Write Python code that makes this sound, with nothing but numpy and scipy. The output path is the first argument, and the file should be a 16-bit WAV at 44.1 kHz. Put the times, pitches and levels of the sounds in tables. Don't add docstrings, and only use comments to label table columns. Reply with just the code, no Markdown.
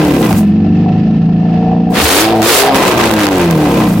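import sys
import numpy as np
from scipy import signal
from scipy.fft import rfft, irfft
from scipy.io import wavfile
from scipy.ndimage import uniform_filter1d, minimum_filter1d

SR = 44100
rng = np.random.default_rng(int(sys.argv[2]) if len(sys.argv) > 2 else 0)


def to_wav(s):
    ch = np.atleast_2d(s).T
    pcm = np.round(np.clip(ch, -1, 1) * 32767)
    wavfile.write(sys.argv[1], SR, pcm.astype(np.int16))


N = 176400
T = np.arange(N) / SR


def from_db(db):
    return 10 ** (np.asarray(db) / 20)


def rms_one(x):
    return x / np.sqrt(np.mean(np.abs(x) ** 2) + 1e-20)


def in_time(rows):
    return np.interp(T, *np.transpose(rows))


def at_hz(points, hz):
    f, value = np.transpose(points)
    return np.interp(np.log(np.maximum(hz, 1)), np.log(f), value)


def drift(hz):
    hop, settle = 40, 2000
    r = np.exp(-2 * np.pi * hz * hop / SR)
    slow = signal.lfilter([1], [1, -2 * r, r * r], rng.standard_normal(N // hop + settle + 2))[settle:]
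    return np.interp(np.arange(N) / hop, np.arange(len(slow)), rms_one(slow))


def resonate(x, hz, width_hz):
    r = np.exp(-np.pi * width_hz / SR)
    return rms_one(signal.lfilter([1, 0, -1], [1, -2 * r * np.cos(2 * np.pi * hz / SR), r * r], x))


def causal(spectrum):
    hz = np.maximum(np.arange(N // 2 + 1) * SR / N, 1)
    rolloff = np.minimum(hz / spectrum[0][0], 1) * np.minimum(spectrum[-1][0] / hz, 1)
    cepstrum = irfft(np.log(from_db(at_hz(spectrum, hz)) * np.maximum(rolloff, .01) ** 2))
    return hz, rfft(np.r_[cepstrum[0], 2 * cepstrum[1:N // 2]], N)


def air(spectrum, envelope):
    # (frequency [Hz], correlation [0-1])
    likeness = [(60, .98), (250, .92), (500, .87), (1000, .68), (2000, .43), (4000, .22), (12000, .14)]
    # (frequency [Hz], level [dB])
    balance = [(100, .3), (500, 1.4), (1000, 1), (2000, -2.2), (4000, -1), (10000, -.2)]
    hz, response = causal(spectrum)
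    mid, side = rfft(rng.standard_normal((2, N)) * envelope)
    alike = np.clip(at_hz(likeness, hz), 0, 1)
    sides = np.array([[1], [-1]])
    pair = np.sqrt((1 + alike) / 2) * mid + sides * np.sqrt((1 - alike) / 2) * side
    return irfft(pair * rms_one(np.exp(response)) * from_db(sides * at_hz(balance, hz) / 2), N)


def pulses(cycles):
    return np.diff(np.floor(cycles), prepend=0)


def puffs(firings, decay_cycles, scatter_db, rise_cycles=.11):
    strength = from_db(scatter_db * rng.standard_normal(1024))
    phase = firings % 1
    rise = 1 - (1 - np.exp(-1 / decay_cycles)) * np.exp(-phase / rise_cycles)
    return rms_one(strength[firings.astype(int)] * rise * np.exp(-phase / decay_cycles))


def rumble(rate_hz):
    # (frequency [Hz], density [dB])
    block_spectrum = [(20, -14), (45, -5), (75, 0), (130, -2), (250, -4), (450, -14), (1000, -35)]
    thud_spectrum = [(25, -29.5), (50, -29), (75, 13), (110, -5), (200, -24)]
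    # (time [s], width [s], level [dB])
    thuds = [(.336, 0.012, -9.5), (2.021, 0.011, -15.5)]
    slowest_db, fade_db_per_hz = -26.5, .04
    level = from_db(slowest_db - fade_db_per_hz * (rate_hz - rate_hz.min()))
    swell = sum(from_db(db) * np.exp(-.5 * ((T - s) / width_s) ** 2) for s, width_s, db in thuds)
    return air(block_spectrum, level) + air(thud_spectrum, swell)


def valves(firings):
    # (frequency [Hz], density [dB])
    spectrum = [(400, 3.5), (900, 2.5), (1300, -3.5), (2000, -4.5), (2700, -1), (3600, -8), (5000, -10.5),
                (7500, -28), (10000, -44), (13000, -76)]
    # (frequency [Hz], width [Hz], level [dB])
    head_modes = [(1320, 50, -13), (1760, 70, -10), (2630, 110, -15)]
    # (time [s], level [dB])
    levels = [(.45, -39), (.6, -41.5), (.83, -37.5), (1.35, -42), (1.55, -37), (1.74, -40.5), (1.8, -43)]
    clatter = air(spectrum, puffs(firings, decay_cycles=1.6, scatter_db=1))
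    ring = sum(from_db(db) * resonate(clatter, hz, width_hz) for hz, width_hz, db in head_modes)
    return (clatter + ring) * from_db(in_time(levels))


def panel(firings):
    # (frequency [Hz], width [Hz], level [dB])
    modes = [(465, 39, -6.5), (661.5, 44, -4), (731, 43.5, 0.5), (868, 46, -18)]
    # (time [s], level [dB])
    levels = [(0, -28), (.3, -24.5), (.5, -34), (.72, -33.5), (.88, -22.5), (1.05, -32), (1.38, -30.5),
              (1.5, -24.5), (1.75, -18), (1.86, -29), (2, -19.5), (2.22, -26.5), (2.35, -14), (2.5, -30),
              (2.69, -8.5), (2.8, -44), (3.4, -32), (3.8, -21.5), (4, -31)]
    knocks = rms_one(pulses(firings) + .5 * pulses(firings / 2))
    rattle = air([(200, .0097), (16000, .0063)], puffs(firings, decay_cycles=.14, scatter_db=4))
    ring = sum(from_db(db) * resonate(resonate(knocks + rattle, hz, width_hz), hz, width_hz=140)
               for hz, width_hz, db in modes)
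    return rms_one(ring) * from_db(in_time(levels))


def ticks(decay_s=.001):
    # (time [s], level [dB])
    onsets = [(3.139, -12), (3.382, -12), (3.416, -17), (3.51, -11)]
    # (frequency [Hz], density [dB])
    spectrum = [(2000, -7), (7000, -3), (16000, -2)]
    envelope = sum(from_db(db) * (T >= s) * np.exp(-np.abs(T - s) / decay_s) for s, db in onsets)
    return air(spectrum, envelope)


def crackle(firings, decay_s=.0013, scatter_db=2.5, lead_cycles=.38):
    # (time [s], level [dB])
    cracks = [(.05, -14), (.122, -12), (.164, -13), (.228, -8), (.328, -2), (2.419, -4), (2.428, -7),
              (2.661, -11), (2.686, -12), (2.746, -4), (2.757, -9), (2.7845, -7), (2.839, -1), (2.852, -3),
              (2.879, -7), (2.9786, -7), (3.0125, -5), (3.039, -7), (3.057, -8), (3.078, -8), (3.112, -2),
              (3.138, -7), (3.166, -12), (3.189, -3), (3.268, -2), (3.288, -4), (3.51, -10)]
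    # (start [s], end [s], level [dB])
    spits = [(1.94, 2, -14), (2.425, 2.47, -13), (2.64, 2.69, -16), (2.75, 2.93, -11), (2.97, 3.1, -11),
             (3.19, 3.262, -4), (3.31, 3.46, -15), (3.6, 3.83, -22)]
    # (frequency [Hz], density [dB])
    spectrum = [(200, 6.5), (900, 0), (1800, -0.5), (4000, -7), (8000, -12.5), (16000, -18.5)]
    pairs = pulses(firings) + .8 * pulses(firings + lead_cycles)
    bursts = sum(from_db(db) * ((T > start) & (T < end)) for start, end, db in spits)
    hits = pairs * bursts * from_db(scatter_db * rng.standard_normal(N))
    for s, db in cracks:
        hits[int(s * SR)] = from_db(db)
    envelope = signal.lfilter([1], [1, -np.exp(-1 / (decay_s * SR))], hits + 1e-18)
    return air(spectrum, envelope)


def vacuum_hiss(firings):
    # (frequency [Hz], density [dB])
    spectrum = [(1500, -4), (4000, 3.5), (8000, 6), (13000, 6), (16000, 6)]
    # (time [s], level [dB])
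    levels = [(0, -35), (.25, -29), (.385, -25), (.44, -45), (.52, -62), (.7, -100), (1.87, -100),
              (1.905, -42), (2.25, -31), (2.31, -35), (2.41, -36), (2.66, -27), (2.705, -35), (2.735, -35),
              (2.76, -25), (2.86, -24), (2.94, -30), (3.3, -33), (3.6, -35), (3.8, -30), (4, -35)]
    return air(spectrum, puffs(firings, decay_cycles=8.2, scatter_db=2) * from_db(in_time(levels)))


def overrun_rasp(firings, sputter_db=1):
    # (frequency [Hz], density [dB])
    spectrum = [(30, -9), (70, -3.5), (130, -9.5), (300, 3.5), (500, 4), (900, -0.5), (1300, -3.5),
                (1800, -11.5), (2600, -9.5), (4000, -14), (7000, -24.5), (16000, -57)]
    # (time [s], level [dB])
    levels = [(0, -20), (.215, -21), (.235, -14), (.3, -22), (.335, -19), (.44, -36), (.55, -70),
              (1.85, -70), (1.95, -24), (2.25, -22), (2.41, -27), (2.66, -15), (2.7, -22), (2.74, -22),
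              (2.755, -15), (2.85, -9), (2.9, -16), (2.95, -18), (3.04, -12), (3.14, -20), (3.23, -16),
              (3.3, -18), (3.45, -17), (3.52, -22), (3.82, -18), (3.95, -26)]
    # (frequency [Hz], width [Hz], level [dB])
    header_modes = [(911, 16, -19), (1028, 41, -15.5), (1596, 42, -20), (1990, 62, -20), (2495, 240, -23)]
    level = from_db(in_time(levels) + sputter_db * drift(hz=45))
    rasp = air(spectrum, puffs(firings, decay_cycles=.71, scatter_db=1))
    ring = sum(from_db(db) * resonate(rasp, hz, width_hz) for hz, width_hz, db in header_modes)
    return (rasp + ring) * level


def throttle(open_s, close_s, rise_s, decay_s):
    return np.clip((T - open_s) / rise_s, 0, 1) * np.exp(-np.maximum(T - close_s, 0) / decay_s)


def intake(firings):
    # (open [s], close [s], roar [dB], jet [dB], jet rise [s])
    blips = [(1.925, 2.215, -13, -15.5, .14), (2.414, 2.605, -12, -12, .095)]
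    # (frequency [Hz], density [dB])
    roar_spectrum = [(60, -17), (200, -8.5), (450, 9.5), (700, -2), (1100, 3), (1700, 0), (2500, -0.5),
                     (5000, -5.5), (9000, -51.5), (16000, -90)]
    jet_spectrum = [(1500, -16), (3500, -2), (6000, 0), (10000, -1), (16000, -5)]
    gulps = puffs(firings, decay_cycles=.76, scatter_db=2.5)
    roar = jet = 0
    for open_s, close_s, roar_db, jet_db, jet_rise_s in blips:
        roar += from_db(roar_db) * throttle(open_s, close_s, rise_s=.079, decay_s=.093)
        jet += from_db(jet_db) * throttle(open_s, close_s, jet_rise_s, decay_s=.032)
    return air(roar_spectrum, gulps * roar) + air(jet_spectrum, jet)


def exhaust(rate_hz, firings):
    # (order [x firing rate], level [dB])
    orders = [(1.0, -5), (1.5, -15.5), (2.0, 3), (2.5, -6), (3.0, 7), (3.5, 4.5), (4.0, 8.5), (4.5, 12.5),
              (5.0, 3.5), (5.5, 13.5), (6.0, 3), (7.0, 5.5), (8.0, 3), (9.0, -4), (10.0, -4.5),
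              (12.0, -9.5)]
    # (frequency [Hz], gain [dB])
    pipe_spectrum = [(45.0, -16.5), (75.0, -6.0), (110.0, -0.5), (135.0, -12), (165.0, 4.5), (190.0, -11.5),
                     (215.0, -1.5), (255.0, -17.5), (295.0, 0.5), (350.0, -12), (400.0, -17.5),
                     (460.0, -10), (580.0, -18), (730.0, -17), (900.0, -21.5), (1600.0, -15)]
    boom_spectrum = [(80.0, -19.5), (140.0, -6), (165.0, 2.5), (195.0, 4.5), (220.0, -4.5), (260.0, -18),
                     (320.0, -17), (500.0, -30.5)]
    # (time [s], third [dB], fourth [dB])
    emphasis = [(0.0, -4, -4.5), (0.12, -21, -1), (0.25, 1, -1), (0.45, -1, 6.5), (0.601, -13.5, 9.5),
                (0.8, 1, -1.5), (1.1, -0.5, 5.0), (1.4, 4.5, 2.5), (1.9, 7.5, 10), (2.2, 9.5, 5.0),
                (2.4, 1.5, -4), (2.62, 24.5, -20), (2.73, 0.5, -6.0), (2.85, 9.5, 2), (3.0, 1.5, -15),
                (3.25, -1.5, -16), (3.4, 1.5, 10), (3.52, 2, -4.5), (3.65, -18, -3), (3.8, 2.5, -2),
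                (4.0, -0.5, 1)]
    # (time [s], roughness [0-1])
    roughness = [(0, .1), (.33, .45), (.55, .12), (.9, .14), (1.88, .14), (2.05, .35), (2.2, .08),
                 (2.62, .08), (2.78, .7), (3.15, .12), (3.6, .08), (4, .15)]
    # (time [s], level [dB])
    levels = [(0, -11), (.35, -9), (.5, -11), (1.3, -10), (1.92, -13.5), (2.04, -24.5), (2.25, -16),
              (2.4, -12.5), (2.54, -26.5), (2.64, -12.5), (2.75, -16), (3, -17), (3.4, -12), (4, -11)]
    hz, pipe = causal(pipe_spectrum)
    _, boom = causal(boom_spectrum)
    s, third_db, fourth_db = np.transpose(emphasis)
    lift_db = {3: np.interp(T, s, third_db), 4: np.interp(T, s, fourth_db)}
    rough = in_time(roughness)
    note = power = 0
    for order, db in orders:
        resonance = np.exp(np.interp(order * rate_hz, hz, boom if order % 1 else pipe))
        gain = from_db(db + lift_db.get(order, 0)) * resonance
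        flutter = 1 + rough * (drift(hz=14) + 1j * drift(hz=14))
        note += np.real(gain * flutter * np.exp(2j * np.pi * order * firings))
        power += np.abs(gain) ** 2 * (1 + 2 * rough ** 2) / 2
    return note / np.sqrt(power) * from_db(in_time(levels))


def scene():
    # (time [s], firing rate [Hz])
    speed = [(0, 78), (.12, 71), (.26, 62), (.34, 52), (.42, 45.5), (.5, 45.7), (.62, 48), (.85, 52),
             (1.25, 55.3), (1.85, 58), (1.95, 60.5), (2.02, 72), (2.12, 92), (2.23, 109), (2.33, 113),
             (2.41, 108.4), (2.49, 116), (2.58, 131), (2.67, 138.5), (3, 117), (3.19, 104.5), (3.41, 88.3),
             (3.73, 67.7), (4, 50.6)]
    rate_hz = in_time(speed) * (1 + .0025 * drift(hz=9))
    firings = np.cumsum(rate_hz) / SR
    return (exhaust(rate_hz, firings) + panel(firings) + valves(firings) + intake(firings)
            + overrun_rasp(firings) + vacuum_hiss(firings) + crackle(firings) + ticks()
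            + rumble(rate_hz))


def record(dry):
    drive_db, release_db_per_s, ceiling, overload = 3.5, 309, .78, .9
    low_cut_hz, high_cut_hz = 35, 15900
    x = dry * from_db(drive_db)
    level = uniform_filter1d(np.abs(x).max(axis=0), size=21)
    over_db = 20 * np.log10(np.maximum(level / ceiling, 1))
    held_db = np.maximum.accumulate(over_db + release_db_per_s * T) - release_db_per_s * T
    x = x * uniform_filter1d(minimum_filter1d(from_db(-held_db), size=65), size=65)
    x = x / (1 + (x / overload) ** 10) ** (1 / 10)
    x = signal.sosfilt(signal.butter(1, low_cut_hz, "high", fs=SR, output="sos"), x)
    return signal.sosfilt(signal.ellip(12, .1, 70, high_cut_hz, fs=SR, output="sos"), x)


dry = scene()
out = record(dry)
to_wav(out)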